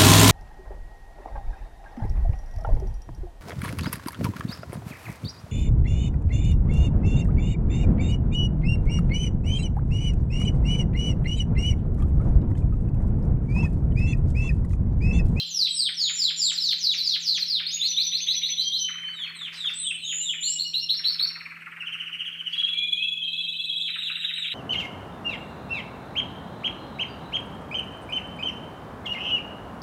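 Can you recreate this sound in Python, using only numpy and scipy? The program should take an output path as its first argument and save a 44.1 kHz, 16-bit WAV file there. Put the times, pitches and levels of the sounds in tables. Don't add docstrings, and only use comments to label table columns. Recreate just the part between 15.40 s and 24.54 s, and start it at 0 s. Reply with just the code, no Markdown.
import sys
import numpy as np
from scipy import signal
from scipy.fft import rfft, irfft
from scipy.io import wavfile
from scipy.ndimage import uniform_filter1d, map_coordinates

SR = 44100
rng = np.random.default_rng(int(sys.argv[2]) if len(sys.argv) > 2 else 0)


def unload_wav(signal):
    wavfile.write(
        sys.argv[1],
        SR,
        np.round(np.clip(np.atleast_2d(signal).T, -1, 1) * 32767).astype(np.int16),
    )


N = 403074


def amp(db):
    return 10 ** (np.asarray(db) / 20)


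def evened(x):
    return x / np.sqrt(np.mean(x ** 2) + 1e-20)


def read(points, hz):
    f, value = np.transpose(points)
    return np.interp(np.log(hz + 1), np.log(f), value)


def noise(spectrum):
    white = rfft(rng.standard_normal(N))
    gain = amp(read(spectrum, np.fft.rfftfreq(N, 1 / SR)))
    return evened(irfft(white * gain, N))


def wander(count, rate):
    values = rng.standard_normal(400)
    return map_coordinates(values, [np.arange(count) * rate / SR], order=3, mode="wrap")


def add(mix, s, sound):
    at = round(s * SR)
    sound = sound[:, max(-at, 0):]
    part = mix[:, max(at, 0):][:, :sound.shape[1]]
    part += sound[:, :part.shape[1]]


def background(air_db=-61):
    # f/Hz, relative level/dB
    air_colour = [(25, -35), (50, -2), (90, 3), (150, 5), (250, 5), (400, -1.5), (700, -6), (1500, -8.5),
                  (3500, -7), (5500, -13.5), (9000, -18), (15000, -15.5)]
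    # f/Hz, rms level/dB
    hum_partials = [(166.3, -58), (366, -86.5)]
    t = np.arange(N) / SR
    hum = sum(np.sqrt(2) * amp(db) * np.sin(2 * np.pi * hz * t) for hz, db in hum_partials)
    return amp(air_db) * noise(air_colour) + hum * (1 + .04 * wander(N, 4.5))


def dying_note(db=-33, t60=1.0):
    # f/Hz, relative level/dB
    colour = [(2000, -43), (2700, -10.5), (3200, -3.5), (4100, -1.5), (5600, -15.5), (7000, -41)]
    decay_db = -60 * np.arange(N) / SR / t60
    return noise(colour) * amp(db + decay_db)


def syrinx(hz, db, second_db, third_db):
    # f/Hz, level/dB added to each overtone
    beak = [(4500, -21.5), (6500, -23.5), (7500, -13), (8200, 4.5), (9300, 2.5), (10500, 8.5), (12500, 6),
            (15000, 13)]
    phase = 2 * np.pi * np.cumsum(hz) / SR
    tone = np.sin(phase)
    for k, overtone_db in enumerate([second_db, third_db, third_db - 12.5], 2):
        overtone = amp(overtone_db + read(beak, k * hz)) * np.sin(k * phase)
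        tone += overtone * (k * hz < SR / 2)
    edges = min(.005 * SR / len(hz), 1)
    return amp(db) * tone * signal.windows.tukey(len(hz), edges)


def scatter(note, direct_db, count=30):
    delay_s = rng.uniform(.001, .03, count)
    sign = rng.choice([-1, 1], count)
    paths = np.zeros(SR // 32)
    paths[(delay_s * SR).astype(int)] = sign * np.exp(-delay_s / 0.016)
    paths /= np.linalg.norm(paths)
    paths[0] = amp(direct_db)
    heard = signal.fftconvolve(note, paths)
    heard = heard * np.linalg.norm(note) / np.linalg.norm(heard)
    bare = np.pad(note, (0, len(paths) - 1))
    return np.array([heard, bare])


def drawn_note(length, first_hz, last_hz, db, flutter, bow=0.754, swell_db=17, flutter_rate=700, direct_db=5):
    u = np.linspace(0, 1, round(length * SR))
    glide_hz = first_hz + (last_hz - first_hz) * u ** bow
    hz = glide_hz * (1 + flutter * wander(len(u), flutter_rate))
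    arch_db = swell_db * (np.sqrt(abs(np.sin(np.pi * u ** 1.08))) - 1)
    return scatter(syrinx(hz, db + arch_db, second_db=-46.5, third_db=-39.5), direct_db)


def whistles():
    # start t/s, length/s, first f/Hz,
    # last f/Hz, level/dB
    clear_notes = [(-.03, 0.063, 4150, 4050, -23), (-.02, .06, 3230, 3157, -32),
                   (0.269, 0.042, 3380, 3136, -30), (0.306, 0.011, 4050, 3880, -19.5),
                   (3.177, 0.18, 3114, 3240, -27), (3.359, 0.16, 3170, 3008, -28.5),
                   (3.546, 0.23, 3154, 3010, -31), (3.653, 0.08, 4200, 4520, -45.5),
                   (3.821, 0.089, 4205, 4350, -42), (4.137, .025, 4400, 5280, -44),
                   (4.252, 0.048, 3674, 3546, -24), (7.122, 0.016, 4230, 4780, -43.5),
                   (7.332, .16, 2342, 2448, -32), (7.524, 0.017, 2410, 2460, -28.5),
                   (7.568, 0.1, 2430, 2670, -26.5), (7.722, 0.04, 2623, 2553, -29.5)]
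    # t/s into the motif, length/s, first f/Hz, last f/Hz,
    # level/dB relative to the singing, bow of the glide (exponent: over 1 moves late)
    wheeze = [(0, 0.17, 7760, 8460, -1.5, .7), (0.306, 0.27, 6490, 7400, -0.5, 0.73),
              (0.67, 0.15, 7120, 7740, 4, 2.1)]
    # t/s, level/dB
    singings = [(0.289, -29), (4.335, -27.5)]
    clear_flutter, wheeze_flutter = 0.0084, 0.012
    out = np.zeros((2, N))
    for start, *note in clear_notes:
        add(out, start, drawn_note(*note, clear_flutter))
    for start, effort_db in singings:
        for delay, length, first_hz, last_hz, db, bow in wheeze:
            note = drawn_note(length, first_hz, last_hz, effort_db + db, wheeze_flutter, bow)
            add(out, start + delay, note)
    return out


def bout(first, last, count, slowing, first_db, middle_db, last_db, first_pitch, last_pitch):
    uneven_db, uneven_pitch = 1.1, 0.00793
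    u = np.linspace(0, 1, round(count))
    chance = rng.standard_normal((len(u), 2))
    times = first + (last - first) * (u - slowing * u * (1 - u))
    effort_db = np.polyval(np.polyfit([0, .5, 1], [first_db, middle_db, last_db], 2), u)
    pitch = first_pitch + (last_pitch - first_pitch) * u
    return zip(times, effort_db + uneven_db * chance[:, 0], pitch + uneven_pitch * chance[:, 1])


def bouts(table):
    return [note for row in table for note in bout(*row)]


def phrase(gesture, notes, db, direct_db, second_db, third_db, waver=0.0098, shimmer_db=2.5):
    u, pitch, level = np.transpose(gesture)
    t = np.arange(u[0], u[-1], 1 / SR)
    hz = uniform_filter1d(np.interp(t, u, pitch), size=130)
    out = np.zeros((2, N))
    for s, effort_db, stretch in notes:
        sung_hz = hz * stretch * (1 + waver * wander(len(t), 419.6))
        sung_db = np.interp(t, u, level) + effort_db + db + shimmer_db * wander(len(t), 209.46)
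        sung = syrinx(sung_hz, sung_db, second_db, third_db)
        add(out, s + t[0], scatter(sung, direct_db))
    return out


def syllables():

    opening = [(-.175, 7700, -26), (-.138, 7400, -24), (-.121, 6400, -13), (-.098, 6150, -10),
               (-.036, 4900, -3), (-.015, 4350, 1), (0, 4080, 4), (.012, 3980, -4), (.028, 3650, -14),
               (.035, 2800, -16), (.042, 1950, -29)]
    openings = [(.236, -20.5, 0.96)]
    song = phrase(opening, openings, db=1.0, direct_db=-4, second_db=-33.5, third_db=-43, waver=0.0076)

    slur = [(-.158, 5950, -28), (-.135, 5550, -13), (-.115, 5200, -2), (-.085, 4500, 2), (-.06, 4000, 1),
            (-.038, 3680, 0), (-.018, 3200, -2), (-.01, 2880, -9), (-.004, 2250, -8), (0, 1700, -16),
            (.005, 950, -27)]
    slurs = [(.493, 2.203, 9, .039, -22, -22, -24, 1, 1)]
    song += phrase(slur, bouts(slurs), db=-1.0, direct_db=-1.5, second_db=-40, third_db=-44.5,
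                   waver=0.0052, shimmer_db=2)

    high_slur = [(-.087, 7400, -25), (-.068, 6300, -18), (-.03, 4900, -10), (-.008, 4200, -1),
                 (.004, 4020, -2), (.02, 3750, -14)]
    high_slurs = [(1.187, -20, 1), (1.326, -17.5, 1.01), (1.464, -15, 1.017), (1.603, -18, 1.006),
                  (1.745, -18, 1), (1.885, -17.5, 1.035), (2.024, -18.5, 1.02)]
    song += phrase(high_slur, high_slurs, db=-2.5, direct_db=-3, second_db=-38, third_db=-37.5, waver=0.0068)

    leap = [(-.045, 4090, -3), (-.028, 4850, -20.5), (-.003, 5040, -15.5), (.012, 6470, -24.5),
            (.04, 6750, -12), (.075, 6710, -20)]
    leaps = [(2.31, -23, .995)]
    song += phrase(leap, leaps, db=9, direct_db=6, second_db=-36.5, third_db=-44, waver=0.0056)

    rise = [(-.006, 2770, -20), (0, 3344, -5), (.012, 3818, -0.5), (.045, 4283, -0.5), (.06, 4860, -15),
            (.072, 6000, -15.5)]
    rises = [(2.413, 3.319, 7, -.022, -18, -20.5, -20.5, 1, 0.99)]
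    song += phrase(rise, bouts(rises), db=-1, direct_db=3, second_db=-38, third_db=-40.0, waver=0.007)

    soft_rise = [(-.009, 2400, -20), (-.002, 3300, -10), (.004, 3950, 0), (.012, 4200, 2), (.042, 4350, -1),
                 (.055, 4700, -12), (.066, 5450, -18)]
    soft_rises = [(5.029, 5.792, 6, -.025, -24.5, -22, -22, 0.99, 0.99)]
    song += phrase(soft_rise, bouts(soft_rises), db=-1.0, direct_db=-3, second_db=-38.5, third_db=-39.5,
                   waver=0.017, shimmer_db=3.5)

    crest = [(0, 6030, -12), (.012, 6037, -1), (.035, 6000, 0), (.048, 5973, -10)]
    crests = [(2.483, -23, 0.99), (2.637, -24.5, 0.99), (2.8, -27.5, 1.03), (2.948, -25.5, 0.99),
              (3.09, -25.5, 1), (3.243, -28.5, 0.99), (3.39, -26, 1), (5.103, -37.5, 0.91),
              (5.257, -36.5, .925), (5.404, -32.5, 0.91), (5.56, -30.5, 0.91), (5.712, -32, .885),
              (5.862, -32, 0.91)]
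    song += phrase(crest, crests, db=-0.5, direct_db=2.5, second_db=-36.5, third_db=-48, waver=0.0089)

    low_slur = [(-.145, 4250, -19), (-.105, 3950, -7), (-.07, 3650, 1), (-.045, 3400, 4), (-.028, 3150, 1),
                (-.018, 2900, -8), (-.008, 2680, 2), (-.002, 2050, -5), (.006, 1100, -18)]
    low_slurs = [(3.875, -35, 0.95), (4.088, -35.5, 0.99), (4.3, -31.5, 0.98), (4.52, -31, 0.99),
                 (4.73, -33, 1), (4.942, -30.5, 0.98), (8.505, -35.5, 0.96), (8.71, -36.5, 0.99),
                 (8.905, -36.5, 0.98), (9.088, -34.5, 1)]
    song += phrase(low_slur, low_slurs, db=1, direct_db=0.5, second_db=-9.5, third_db=-41.5,
                   waver=0.014, shimmer_db=3)

    roll = [(-.012, 2950, -4), (-.006, 2250, 4), (0, 1500, -2.5), (.007, 860, -10)]
    rolls = [(3.492, 4.248, 15, 0.13, -42, -45.5, -47, 1, 0.95),
             (5.547, 7.33, 35, 0.02, -48, -46, -54.5, 0.99, 1.15)]
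    churrs = [(5.962, -43, 1.01), (6.012, -41, 1.13), (6.063, -41, 1), (6.114, -46.5, .98),
              (6.165, -46, 1.1), (6.217, -46.5, 1.1), (6.268, -38.5, 1), (6.325, -42, 1.07),
              (6.372, -44.5, 0.95)]
    song += phrase(roll, bouts(rolls), db=5.0, direct_db=-5.5, second_db=-37, third_db=-25.5, waver=0.025)
    song += phrase(roll, churrs, db=4.5, direct_db=-5, second_db=-38, third_db=-30, waver=0.022)

    chirp = [(-.03, 3400, -12), (-.021, 3200, 2), (-.011, 3000, 6), (-.004, 2700, 0), (0, 2000, -10),
             (.006, 1100, -11)]
    chirps = [(6.425, -34, 0.91), (6.487, -31.5, 0.96), (6.55, -31, 0.96), (6.619, -31, 0.97),
              (6.684, -34.5, 0.94), (6.749, -32.5, 0.95), (6.815, -30.5, 0.98), (6.881, -30, 1.006),
              (6.948, -35.5, 1), (7.014, -32.5, .99), (7.082, -31.5, 0.97), (7.155, -32.5, 0.94),
              (7.22, -32, 0.95), (7.288, -35, 0.89)]
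    song += phrase(chirp, chirps, db=-0.5, direct_db=-3.0, second_db=-10.5, third_db=-39.0)

    late_chirp = [(-.026, 3350, -2), (-.016, 3030, 5), (-.007, 2700, 8), (-.001, 2050, 1),
                  (.008, 1050, -12)]
    late_chirps = [(8.488, 9.122, 10, .01, -37, -36, -36, 0.99, 1)]
    song += phrase(late_chirp, bouts(late_chirps), db=0.0, direct_db=-4.5, second_db=-43, third_db=-36.5)

    peep = [(-.016, 2900, -24), (-.009, 3290, -4), (-.002, 3390, 0), (.014, 3390, -3)]
    peeps = [(7.14, -27, 0.98), (7.19, -22, 0.98), (7.24, -23, 0.97), (7.288, -23, 1), (7.333, -24, 0.99),
             (7.382, -22.5, 0.99), (7.43, -21, 1), (7.485, -25, 1), (7.533, -20, 1), (7.583, -26, 0.97),
             (7.635, -21.5, 0.99), (7.683, -23.5, 1), (7.73, -22.5, 1), (7.782, -25.5, .99),
             (7.83, -27, 0.95), (7.88, -27, 0.94), (7.938, -28, 0.99), (7.988, -22.5, 1),
             (8.04, -26.5, 0.96), (8.094, -23.5, 1), (8.15, -30.5, 0.92), (8.198, -23, 1),
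             (8.248, -27.5, 1), (8.305, -23.5, 0.98), (8.362, -26.5, 0.99), (8.411, -24.5, 1)]
    song += phrase(peep, peeps, db=1, direct_db=5.5, second_db=-15, third_db=-45, waver=0.0024)

    tick = [(-.018, 3430, -11.5), (-.006, 3933, -1), (.001, 4020, -9), (.007, 3850, -29.5)]
    ticks = [(7.172, 7.693, 13, 0.0048, -36, -33.5, -34, 1.02, 1),
             (7.851, 9.124, 31, .06, -26.5, -20.5, -22, 1, 0.98)]
    song += phrase(tick, bouts(ticks), db=-3.0, direct_db=2, second_db=-26.5, third_db=-42.0, waver=0.003)

    flick = [(-.004, 1945, -15.5), (.006, 2634, -8.5), (.018, 3500, -9.5), (.04, 3744, 7)]
    flicks = [(2.222, 3.089, 13, 0.00995, -28.5, -28, -26, 1, 0.95)]
    song += phrase(flick, bouts(flicks), db=-1.0, direct_db=-4.5, second_db=-56, third_db=-48)

    toot = [(-.015, 2950, -7), (0, 3000, 1), (.015, 2970, -6)]
    toots = [(4.46, 5.441, 12, 0.00075, -29, -27.5, -30, 1.02, .95)]
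    song += phrase(toot, bouts(toots), db=-2.0, direct_db=13, second_db=-40, third_db=-46, waver=0.0055)

    pip = [(-.011, 2560, -2), (0, 2610, -1), (.011, 2620, -3)]
    pips = [(7.885, 8.4, 9, 0, -33, -36, -41, 1, 1)]
    song += phrase(pip, bouts(pips), db=2.0, direct_db=1, second_db=-40, third_db=-35, waver=0.0023)
    return song


def wings(beat_hz=24):
    # t/s, half length/s (to 1/e), level/dB before the beat
    wingbeats = [(4.155, 0.027, -42.5), (4.32, 0.038, -47.5), (7.12, 0.02, -54.5), (7.19, 0.034, -62)]
    t = np.arange(N) / SR
    effort = sum(amp(db) * np.exp(-((t - s) / width) ** 2) for s, width, db in wingbeats)
    feathers = noise([(300, -26.0), (2000, 2), (5000, 2.0), (7000, -13.0), (10000, -21), (15000, -25)])
    return feathers * effort * (1 + 0.41 * np.sin(2 * np.pi * beat_hz * t))


def room(x, wet_db=-4, build_s=0.0058, count=3, shift_s=.55):
    # f/Hz, t60/s
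    decay_times = [(1000, 0.46), (2500, 0.7), (4500, 0.51), (8000, 0.47), (15000, 0.42)]
    at = np.arange(200, SR - 16, 16)
    turn = np.arange(N) / SR / shift_s
    early, bare = x
    wet = np.zeros(N)
    for k in range(count):
        taps = np.zeros(SR)
        taps[at + rng.integers(0, 16, len(at))] = rng.standard_normal(len(at))
        hz, t, z = signal.stft(taps, SR, nperseg=256)
        decay = amp(-60 * t / read(decay_times, hz)[:, None])
        build = 1 - np.exp(-t / build_s)
        tail = signal.istft(z * decay * build, SR, nperseg=256)[1]
        share = np.sqrt(2 / count) * np.cos(np.pi * (turn + k / count))
        wet += signal.fftconvolve(bare * share, tail / np.linalg.norm(tail))[:N]
    return early + amp(wet_db) * wet


def scene():
    birds = syllables() + whistles() + wings()
    return (room(birds) + dying_note() + background())[None]


def record(dry):
    lowpass = signal.firwin(511, 15550, window=("kaiser", 9), fs=SR)
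    return signal.oaconvolve(dry, lowpass[None], "same")


dry = scene()
out = record(dry)
unload_wav(out)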